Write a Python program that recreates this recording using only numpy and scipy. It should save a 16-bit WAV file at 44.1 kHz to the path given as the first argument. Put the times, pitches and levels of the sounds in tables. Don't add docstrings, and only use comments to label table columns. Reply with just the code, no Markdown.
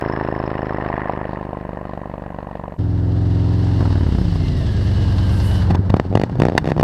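import sys
import numpy as np
from scipy import signal
from scipy.fft import rfft, irfft, next_fast_len
from scipy.io import wavfile
from scipy.ndimage import uniform_filter1d, map_coordinates

SR = 44100
rng = np.random.default_rng(int(sys.argv[2]) if len(sys.argv) > 2 else 0)


def file_out(sig):
    cols = np.atleast_2d(sig).T
    lim = np.clip(cols, -1, 1)
    pcm = np.round(lim * 32767).astype(np.int16)
    wavfile.write(sys.argv[1], SR, pcm)


N = 301203
T = np.arange(N) / SR
CUT_S, PASS_S = 2.776, 5.72
CRUISE_HZ, IDLE_HZ = 21.7, 9.5

# (f/Hz, level/dB)
RUMBLE_COLOUR = [(12, -50), (20, -4), (38, -19.5), (75, -7.5), (97, 2), (117, -5.5), (135, -17.5),
                 (177, 5.5), (225, -25.5), (290, -9), (468, -14), (818, -23.5), (900, -30.5), (1170, -42.5),
                 (1980, -120)]
# (f/Hz, level/dB)
SNAP_COLOUR = [(210, -8.5), (350, -10), (635, -18.5), (906, -14), (1220, -22), (1680, -23), (2400, -38.5),
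               (3120, -65.5), (5280, -120)]
# (f/Hz, level/dB)
CLATTER_COLOUR = [(710, -5), (1200, -8.5), (1460, -14.5), (1690, -6.5), (2110, -11.5), (2370, -19),
                  (2870, -7), (3310, -12), (4340, -10.5), (5290, -14.5), (6880, -28), (8000, -25),
                  (10400, -59.5), (17600, -120)]
# (t/s, state: 0 cruising, 1 throttle shut, 2 idling)
ENGINE_STATE = [(3.785, 0), (3.803, 1), (4.3, 1), (4.55, 2)]


def leaving():
    # (t/s, level/dB)
    exhaust_levels = [(0.0, -23.5), (0.8, -25.5), (1.76, -30), (2.7, -32.5)]
    speed_hz = 26.745 - 1.1244 * T
    crank = np.cumsum(speed_hz) / SR - .645
    exhaust_db, = curves(exhaust_levels)
    train = firings(crank, gap=.408, second_db=-4.5, scatter_db=.6, jitter_s=.00004)
    far = np.clip(T / CUT_S, 0, 1)
    exhaust = far_exhaust(crank, train, far)
    treble = far_treble(crank, train, far, exhaust_db)
    fade = np.clip((CUT_S - T) / 0.04, 0, 1)
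    return fade * (amp(exhaust_db) * exhaust + treble)


def far_exhaust(crank, train, far):
    # (f/Hz, level/dB)
    near_pipe = [(15, -57), (30, -17), (60, 5.5), (125, 9), (200, 3), (320, 7), (400, 7), (480, 3),
                 (620, -5), (800, -30), (1050, 0), (1400, -65), (1850, -43), (2400, -54), (2900, -48),
                 (4500, -69), (8000, -110)]
    # (f/Hz, level/dB)
    far_pipe = [(15, -53), (30, -2.5), (60, 11.5), (125, 5), (180, 10.5), (240, 3.5), (320, -0.5),
                (460, -6), (620, 0), (800, -30), (1050, -2), (1400, -68), (1850, -38), (2400, -54),
                (2900, -42), (4500, -62), (8000, -110)]
    # (f/Hz, level/dB)
    bite_colour = [(250, -68), (450, 14.5), (600, 14.5), (750, 13.5), (950, 3.5), (1200, -22.5), (1500, -6),
                   (2000, -21), (2900, -12.5), (4000, -82), (8000, -100)]
    # (t/s, extra level/dB)
    hard_bites = [(.401, 2.5), (.4395, 2.5), (.478, 1), (.5925, 5.5), (.631, 3), (.747, 4), (.786, 4.5),
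                  (.98, 2), (1.097, 6.5), (1.215, 2.5), (1.2545, 7), (1.532, 5), (1.773, 4.5), (2.14, 1.5),
                  (2.264, 0), (2.3885, 5), (2.555, 4.5)]
    # (f/Hz, level/dB)
    road_colour = [(15, -57), (25, -17.5), (92, -18), (146, 2), (185, -36), (397, 21), (920, -7),
                   (1490, -39), (1750, -35), (2410, -15), (3000, -5), (3900, -73), (6600, -120)]
    near_pulses = unit(coloured(train, near_pipe, ring=0.19, lean=-0.75))
    far_pulses = unit(coloured(train, far_pipe, ring=0.19, lean=-0.75))
    pulses = (1 - far) * near_pulses + far * far_pulses
    bite = firings(crank - .008, gap=.408, second_db=-15, scatter_db=1.3, jitter_s=.00006)
    bite = bite * amp(sum(db * bump(s, .006) for s, db in hard_bites))
    bite = unit(coloured(bite, bite_colour, ring=0.23, lean=0.77))
    road = amp(-21) * noise(road_colour)
    return pulses + amp(-6.5 + 0.78 * far) * bite + road


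def far_treble(crank, train, far, exhaust_db):
    # (level at the start/dB, dB lost per dB of exhaust)
    treble_fades = [(-34.5, 1.15), (-55.5, 1.2), (-55.5, 5), (-38, 0.6), (-37.5, 2.5)]
    # (f/Hz, level/dB)
    rasp_colour = [(400, -9), (700, 2), (900, -1.5), (1050, -6), (1200, -3.5), (1450, -13), (1700, -6),
                   (1850, -3.5), (2050, -13.5), (2400, -21), (3250, -31.5), (5500, -110)]
    # (f/Hz, level/dB)
    early_colour = [(1100, -34), (1300, -3), (1500, 2), (1800, 2), (1950, -15), (2300, -56.5)]
    # (f/Hz, level/dB)
    sizzle_colour = [(2000, -37), (2500, 2.5), (2900, -11.5), (3500, -6), (4500, -8.5), (6000, -26.5),
                     (9000, -50)]
    # (f/Hz, level/dB)
    tick_colour = [(3500, -18), (4500, -11), (5300, 19), (5900, -21), (6500, -33), (9000, -58)]
    # (f/Hz, level/dB)
    ring_colour = [(600, -28), (850, -2.5), (1000, 4), (1120, -5), (1300, -23.5), (2000, -62.5)]
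    # (f/Hz, level/dB)
    spit_colour = [(450, -19), (750, -3.5), (1050, 0.5), (1350, -5), (1750, 3.5), (2000, -1.5), (2300, -17),
                   (2800, -14), (3200, -23), (5500, -51.5)]
    exhaust_change_db = exhaust_db - exhaust_db[0]
    rasp_db, sizzle_db, tick_db, ring_db, spit_db = [
        start_db + loss * exhaust_change_db for start_db, loss in treble_fades]
    swell_db = 7.5 * bump(1, 0.17)
    rasp_db, sizzle_db = rasp_db + 1.25 * swell_db, sizzle_db + 0.18 * swell_db
    ring_db, spit_db = ring_db + 0.57 * swell_db, spit_db + 0.96 * swell_db

    late = firings(crank - .63, gap=.05, second_db=-3, scatter_db=2.5, jitter_s=.0007)
    jet_train = 0.55 * np.roll(train, -40) + 0.28 * (1 - far) * late
    jets = unit(puffs(jet_train, rise_s=0.0029, fall_s=0.0024))
    rasp = unit((0.83 * amp(-0.6 * swell_db) + jets) * noise(rasp_colour))
    early = amp(-40.5) * bump(0, 0.25) * unit((1.8 + jets) * noise(early_colour))
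    sizzle = unit((0.66 + jets) * amp(2.3 * wobble(25.66)) * noise(sizzle_colour))
    valves = firings(crank - .62, gap=0.31, second_db=-15, scatter_db=5.0, jitter_s=0.0014)
    taps = unit(puffs(valves, rise_s=0.0011, fall_s=0.0046))
    tick = unit((0.27 + taps) * noise(tick_colour))
    knocks = firings(crank - .02, gap=.43, second_db=-1, scatter_db=3.5, jitter_s=.0004)
    ring = unit(puffs(knocks, rise_s=0.0012, fall_s=0.0032) * noise(ring_colour))
    spit = unit(puffs(late, rise_s=0.0012, fall_s=0.0024) * noise(spit_colour))
    return (amp(rasp_db) * rasp + early + amp(sizzle_db) * sizzle + amp(tick_db) * tick
            + amp(ring_db) * ring + amp(spit_db) * spit)


def arriving():
    # (t/s, cycles a second/Hz)
    speeds = [(2.77, 21.8), (2.9, 21.2), (3.05, 21.22), (3.2, 22.0), (3.33, 21.45), (3.76, 22.22),
              (3.81, 20.75), (3.9, 20.07), (4.35, 12.97), (4.4, 12.4), (4.5, 11.95), (4.56, 11.3),
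              (4.65, 10.15), (4.75, 9.61), (5.05, 9.54), (5.24, 9.33), (5.62, 8.97)]
    # (t/s, boom level/dB, snap level/dB, clatter level/dB)
    layer_levels = [(2.86, -17.5, -40, -52), (3.3, -15, -37, -45.5), (3.78, -15, -34, -40.5),
                    (3.81, -14.5, -29.5, -41), (4.59, -17, -41.5, -39.5), (4.96, -14.5, -34.5, -38.5),
                    (5.6, -14, -31, -36.5), (5.68, -15.5, -31.5, -42.5)]
    # (f/Hz, level/dB)
    hiss_colour = [(3530, -17), (6000, -2), (6650, -5), (9020, 2.5), (13200, -4), (14200, -43),
                   (15400, -14.5)]
    # (f/Hz, level/dB)
    burble_colour = [(120, -35), (220, -5), (300, -2), (450, -9.5), (680, -10), (900, -34.5), (1500, -61)]
    speed_hz, = curves(speeds)
    crank = np.cumsum(speed_hz * (T > CUT_S)) / SR + 1e-9 * T - .32
    boom_db, snap_db, clatter_db = curves(layer_levels)
    state, = curves(ENGINE_STATE)

    train = firings(crank + 0.033, gap=.43, second_db=-4.5, scatter_db=3, jitter_s=0.00083)
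    jet = puffs(train, rise_s=0.00074, fall_s=0.0057)
    jet /= uniform_filter1d(jet, SR // 4) + 1e-9
    rumble = amp(-31 + 4 * state) * noise(RUMBLE_COLOUR)
    popping = np.clip(1 - np.abs(state - 1), .2, 1)
    snap = (1 - .55 * popping + .55 * popping * jet) * noise(SNAP_COLOUR)
    clatter = (0.92 + 0.086 * jet) * amp(0.86 * wobble(45)) * noise(CLATTER_COLOUR)
    hiss_db = -58 + 1.6 * (clatter_db - clatter_db.max()) + 10.5 * bump(5.45, 0.1)
    hiss = amp(1.7 * wobble(40)) * noise(hiss_colour)
    slow = (CRUISE_HZ - speed_hz) / (CRUISE_HZ - IDLE_HZ)
    burble_db = -40 + 3 * slow + 2.5 * wobble(35) - 4 * (state == 0)
    burble = amp(burble_db) * noise(burble_colour)
    fade = np.clip((T - CUT_S) / 0.012, 0, 1) ** 2 * np.clip((PASS_S - T) / 0.014, 0, 1)
    return fade * (amp(boom_db) * (boom(crank, speed_hz, state) + rumble) + amp(snap_db) * snap
                   + amp(clatter_db) * clatter + amp(hiss_db) * hiss + gear_whine(crank)
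                   + loose_rattle() + burble)


def boom(crank, speed_hz, state):
    # (multiple of the cycle, cruising level/dB, idling level/dB), all relative
    orders = [(2, -2, 20), (3, -2, 10), (4, 6, 0), (5, 13, -9), (6, 2, -16), (7, 2, 3), (8, 5, -1),
              (9, -7, -8), (10, -13, 5), (11, 2, -3), (12, 4, 8), (13, 3, -2), (14, 5, -7), (15, -1, -2),
              (16, 0, -3), (17, 2, -9), (18, 4, -12), (19, 0, -16), (20, -6, 2), (21, -1, -5), (22, -3, 4),
              (23, 1, -7), (24, -2, -8), (25, 2, -10), (26, -5, -11), (27, -2, -11), (28, 0, -12),
              (29, 0, -14), (30, -5, -9), (31, 3, -13), (32, -5, -9), (33, -8, -7), (34, -8, -6),
              (35, 2, -8), (36, -3, -14), (43, -1, -25)]
    # (f/Hz, level/dB)
    boom_pipe = [(18, -77), (40, -28.5), (65, -23.5), (95, -21), (115, -30.0), (140, -30), (175, -27.5),
                 (210, -37.5), (280, -32), (500, -48)]
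    lower_shape = [(-.16, .48, .07, 1.12), (0, .428, 0, 0), (-.24, .47, .27, .6)]
    upper_shape = [(.288, .41, .892, -1.95), (0, .428, 0, 0), (.42, .475, .868, 2.05)]
    upper_from = [9, 9, 13]
    shut = 1 - np.abs(state - 1)
    idling = np.clip(state - 1, 0, 1)
    slow = np.clip((CRUISE_HZ - speed_hz) / (CRUISE_HZ - IDLE_HZ), 0, 1)
    loose = .03 + .07 * np.clip(state, 0, 1) + .05 * idling
    pipe_hz, pipe_db = np.transpose(boom_pipe)
    wave, power = np.zeros(N), np.zeros(N)
    for order, cruise_db, idle_db in orders:
        is_lower = order < np.array(upper_from)
        spread, gap, lead, lean = np.where(is_lower, np.transpose(lower_shape), np.transpose(upper_shape))
        pair = (1 + np.exp(-2j * np.pi * order * gap)) / 2
        passed_db = np.interp(np.log(order * speed_hz), np.log(pipe_hz), pipe_db)
        size = amp(cruise_db + slow * (idle_db - cruise_db) + passed_db)
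        size *= (amp(2.5) * np.abs(pair[1]) ** 0.21) ** (shut * (order > 5))
        size *= amp(4 * loose * wobble(7))
        shape = np.unwrap(np.angle(pair) + spread * order ** 2 + 2 * np.pi * lead * order + lean)
        drift = loose * np.sqrt(order / 8) * wobble(6)
        phase = 2 * np.pi * order * crank + np.interp(state, range(3), shape) + drift
        wave += size * np.sin(phase)
        power += size ** 2 / 2
    wave /= np.sqrt(power)
    swing = np.sqrt(np.abs(uniform_filter1d(wave ** 2, SR // 60)) + .05)
    return wave / swing ** (.6 * idling)


def gear_whine(crank):
    # (multiple of the tooth rate, start t/s, end t/s, level before flutter/dB)
    tones = [(1, 4.36, 5.68, -47), (2, 4.15, 4.75, -52)]
    mesh = 2 * np.pi * crank * 171 + .55 * wobble(110)
    whine = np.zeros(N)
    for multiple, start_s, end_s, db in tones:
        fade = np.clip(np.minimum(T - start_s, end_s - T) / 0.058, 0, 1)
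        whine += amp(db) * fade * np.sin(multiple * mesh)
    flutter = amp(3 * wobble(45) + 2.5 * (T - 4.5))
    return flutter * whine


def loose_rattle():
    # (t/s, width/s, f/Hz, level before jolts/dB)
    rings = [(4.5, .12, 2830, -53), (4.88, .015, 3050, -46), (5.0, .06, 2930, -44), (5.1, .03, 2840, -46),
             (5.27, .06, 3030, -48), (5.49, .04, 2950, -42), (5.58, .03, 2990, -41)]
    shake, jolt = .6 * wobble(90), amp(3 * wobble(45))
    tones = [amp(db) * bump(s, width_s) * np.sin(2 * np.pi * hz * T + shake)
             for s, width_s, hz, db in rings]
    return jolt * sum(tones)


def barks():
    # (t/s, thump peak/dB, shock edge peak/dB, relative crack level/dB)
    hard_firings = [(5.708, -12, -27, -28), (5.7499, -7, -17, -36), (5.904, -10, -19, -32),
                    (5.942, 7, -18, -28.5), (5.9685, -6, -16, -43), (5.9994, -2, -3, -26),
                    (6.0531, -14, -32, -47), (6.116, -11.5, -34, -52.5), (6.128, -7, -21, -42),
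                    (6.138, -11, -31, -44), (6.1549, 5, -6.5, -18.5), (6.175, -3.5, -10.5, -26),
                    (6.1987, -3.5, -15.5, -28), (6.2166, -7, -15, -26), (6.2374, -1, -11, -23),
                    (6.2976, -14.5, -27, -39), (6.3564, -13, -26, -40), (6.3853, -16.5, -34, -40),
                    (6.4012, -1.5, -16, -21.5), (6.421, 2, -2.5, -19.5), (6.4359, -1.5, -15.5, -28),
                    (6.454, -0.5, -6, -23), (6.468, -3.5, -14, -30), (6.486, -2, -11.5, -28),
                    (6.4994, -7, -14.5, -34), (6.5222, -8.5, -18, -39), (6.533, -11.5, -37, -50),
                    (6.5528, -3, -21, -38), (6.5652, -9.5, -25, -39), (6.5802, -4.5, 3, -7),
                    (6.645, -10.5, -20.5, -33), (6.6575, -8.5, -19, -32), (6.6759, -5, -10.5, -28),
                    (6.6895, -6, -20, -30), (6.7063, -10.5, -25, -30), (6.7196, -3.5, -8, -30),
                    (6.7662, -10, -20.5, -36.5), (6.7805, -9.5, -17.5, -31), (6.7983, -0.5, -10.5, -24),
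                    (6.8121, -7, -16, -26), (6.8299, 6, -7.5, -29)]
    # (f/Hz, level/dB)
    thump_colour = [(15, -50), (25, -20.5), (90, 5), (150, 4.5), (400, -1.5), (800, -7.5), (1300, -40.5),
                    (2500, -68.5), (5000, -120)]
    # (f/Hz, level/dB)
    edge_colour = [(150, -24.5), (400, -4.5), (800, 5.5), (1400, -5.5), (2500, -13), (5000, -33),
                   (12000, -58)]
    # (f/Hz, level/dB)
    crack_colour = [(300, -32), (600, 4), (1000, 5.5), (1400, -7.5), (1850, -2), (2400, -9.5),
                    (3000, -10.5), (4500, -13), (6500, -24), (9000, -31), (14200, -41), (15400, -60.5)]
    # (t/s, width/s, level before flutter and road echo/dB)
    gas_hisses = [(5.709, 0.0052, -27.5), (5.751, 0.004, -25.5), (5.902, 0.0029, -29.5),
                  (5.968, 0.0031, -27), (6.573, 0.0017, -37), (6.668, .004, -35.5), (6.699, .004, -29)]
    # (t/s, peak/dB)
    round_thumps = [(5.7075, -6), (5.749, -8), (5.793, -7), (5.805, -9), (5.883, -14), (5.9027, -2.5),
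                    (5.955, -15), (6.014, -12.5), (6.0639, -11), (6.075, -16.5), (6.086, -15.5),
                    (6.106, -10.5), (6.26, -19.5), (6.32, -10.5), (6.373, -15.5), (6.393, -5.5),
                    (6.612, -18), (6.626, -12.5), (6.775, -8)]
    # (f/Hz, level/dB)
    round_colour = [(15, -49), (40, 0.5), (100, 3.5), (200, -1.5), (350, -11), (600, -30), (1200, -71.5)]
    s, thump_db, edge_db, crack_db = np.transpose(hard_firings)
    thump = peaked(impulses(s - .0004, amp(thump_db)), thump_colour, ring=0.41, lean=-1.09)
    edge = peaked(impulses(s - .0006, amp(edge_db)), edge_colour, ring=0.12, lean=-2.3)
    echo = amp(-25.5) * np.roll(thump, round(.0115 * SR))

    lead = impulses(s - .0022, amp(crack_db))
    jet = puffs(lead, rise_s=0.00072, fall_s=0.0023)
    jet += amp(-30.0) * puffs(lead, rise_s=0.0012, fall_s=0.013)
    crack = amp(8.0) * jet * noise(crack_colour)
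    hisses = sum(amp(db) * bump(at, width_s) for at, width_s, db in gas_hisses)
    crack += hisses * amp(3 * wobble(400)) * noise(crack_colour)
    crack = crack + amp(-5.5) * np.roll(crack, round(0.0011 * SR))

    round_s, round_db = np.transpose(round_thumps)
    low_thumps = peaked(impulses(round_s, amp(round_db)), round_colour, ring=.1, lean=-0.51)
    return thump + edge + echo + crack + low_thumps


def coasting():
    # (t/s, level/dB)
    throb_levels = [(5.7, -16), (5.9, -20), (6.02, -27), (6.12, -24.5), (6.27, -29), (6.35, -20.5),
                    (6.5, -32.5), (6.6, -28), (6.66, -29.5), (6.73, -26), (6.8, -23)]
    # (settled level/dB, extra level on passing/dB, its fade/s)
    passing_levels = [(-37.5, 13, 0.047), (-53.5, 8, 0.027)]
    throb_db, = curves(throb_levels)
    burble_db, clatter_db = [db + extra_db * np.exp(-np.abs(T - PASS_S) / fade_s)
                             for db, extra_db, fade_s in passing_levels]
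    throb_hz = 92.54 + 59.4 * np.clip((T - 6.1) / .4, 0, 1)
    beat = 2 * np.pi * np.cumsum(throb_hz) / SR + .9 * wobble(35)
    throb = unit(amp(2 * wobble(40)) * (np.cos(beat) + .3 * np.cos(2 * beat)))
    throb = throb + .28 * noise(RUMBLE_COLOUR)
    burble = amp(2.5 * wobble(70)) * noise(SNAP_COLOUR)
    clatter = amp(2.4 * wobble(60)) * noise(CLATTER_COLOUR)
    fade = np.clip((T - PASS_S + 0.04) / 0.015, 0, 1)
    return fade * (amp(throb_db) * throb + amp(burble_db) * burble + amp(clatter_db) * clatter)


def open_air():
    # (f/Hz, level/dB)
    air_colour = [(20, -7), (200, 3), (3000, -36.5), (8000, -40), (14500, -45.5), (15500, -48)]
    return amp(-46.5) * noise(air_colour)


def firings(crank, gap, second_db, scatter_db, jitter_s):
    turn = np.arange(np.ceil(crank[0]), crank[-1] - 1)
    s = np.interp(turn[:, None] + [0, gap], crank, T)
    s = s + jitter_s * rng.standard_normal((len(turn), 2))
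    size = amp([0, second_db] + scatter_db * rng.standard_normal(s.shape))
    return impulses(s.ravel(), size.ravel())


def puffs(train, rise_s, fall_s):
    t = T[:SR // 8]
    return signal.fftconvolve(train, np.exp(-t / fall_s) * (1 - np.exp(-t / rise_s)))[:N]


def peaked(train, spectrum, ring, lean):
    one = coloured(impulses(np.array([1.]), [1.]), spectrum, ring, lean)
    return coloured(train, spectrum, ring, lean) / np.abs(one).max()


def impulses(s, size):
    return np.bincount(np.clip(np.round(s * SR).astype(int), 0, N - 1), size, N)


def coloured(x, spectrum, ring=0, lean=0):
    m = 2 * next_fast_len(N // 2 + 8192)
    f, db = np.transpose(spectrum)
    bins_hz = np.fft.rfftfreq(m, 1 / SR)
    gain_db = np.interp(np.log(bins_hz + 1), np.log(f + 1), db)
    log_gain = np.log(amp(gain_db) + 1e-6)
    cepstrum = irfft(log_gain, m)
    cepstrum[m // 2:] = 0
    phase = 2 * rfft(cepstrum).imag
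    return irfft(rfft(x, m) * np.exp(log_gain + 1j * (ring * phase + lean)), m)[:N]


def noise(spectrum):
    return unit(coloured(rng.standard_normal(N), spectrum))


def wobble(rate):
    return map_coordinates(rng.standard_normal(int(N * rate / SR) + 4), [T * rate])


def bump(s, width_s):
    return np.exp(-.5 * ((T - s) / width_s) ** 2)


def curves(rows):
    s, *cols = np.transpose(rows)
    return [np.interp(T, s, c) for c in cols]


def amp(db):
    return 10 ** (np.asarray(db) / 20)


def unit(x):
    return x / np.sqrt(np.mean(x ** 2) + 1e-20)


def scene():
    return (leaving() + arriving() + barks() + coasting() + open_air())[None]


def record(dry):
    clipped = dry / (1 + np.abs(dry) ** 12) ** (1 / 12)
    m = 2 * next_fast_len(N // 2 + 4096)
    kept = np.fft.rfftfreq(m, 1 / SR) < 15600
    return irfft(rfft(clipped, m) * kept, m)[..., :N]


dry = scene()
out = record(dry)
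file_out(out)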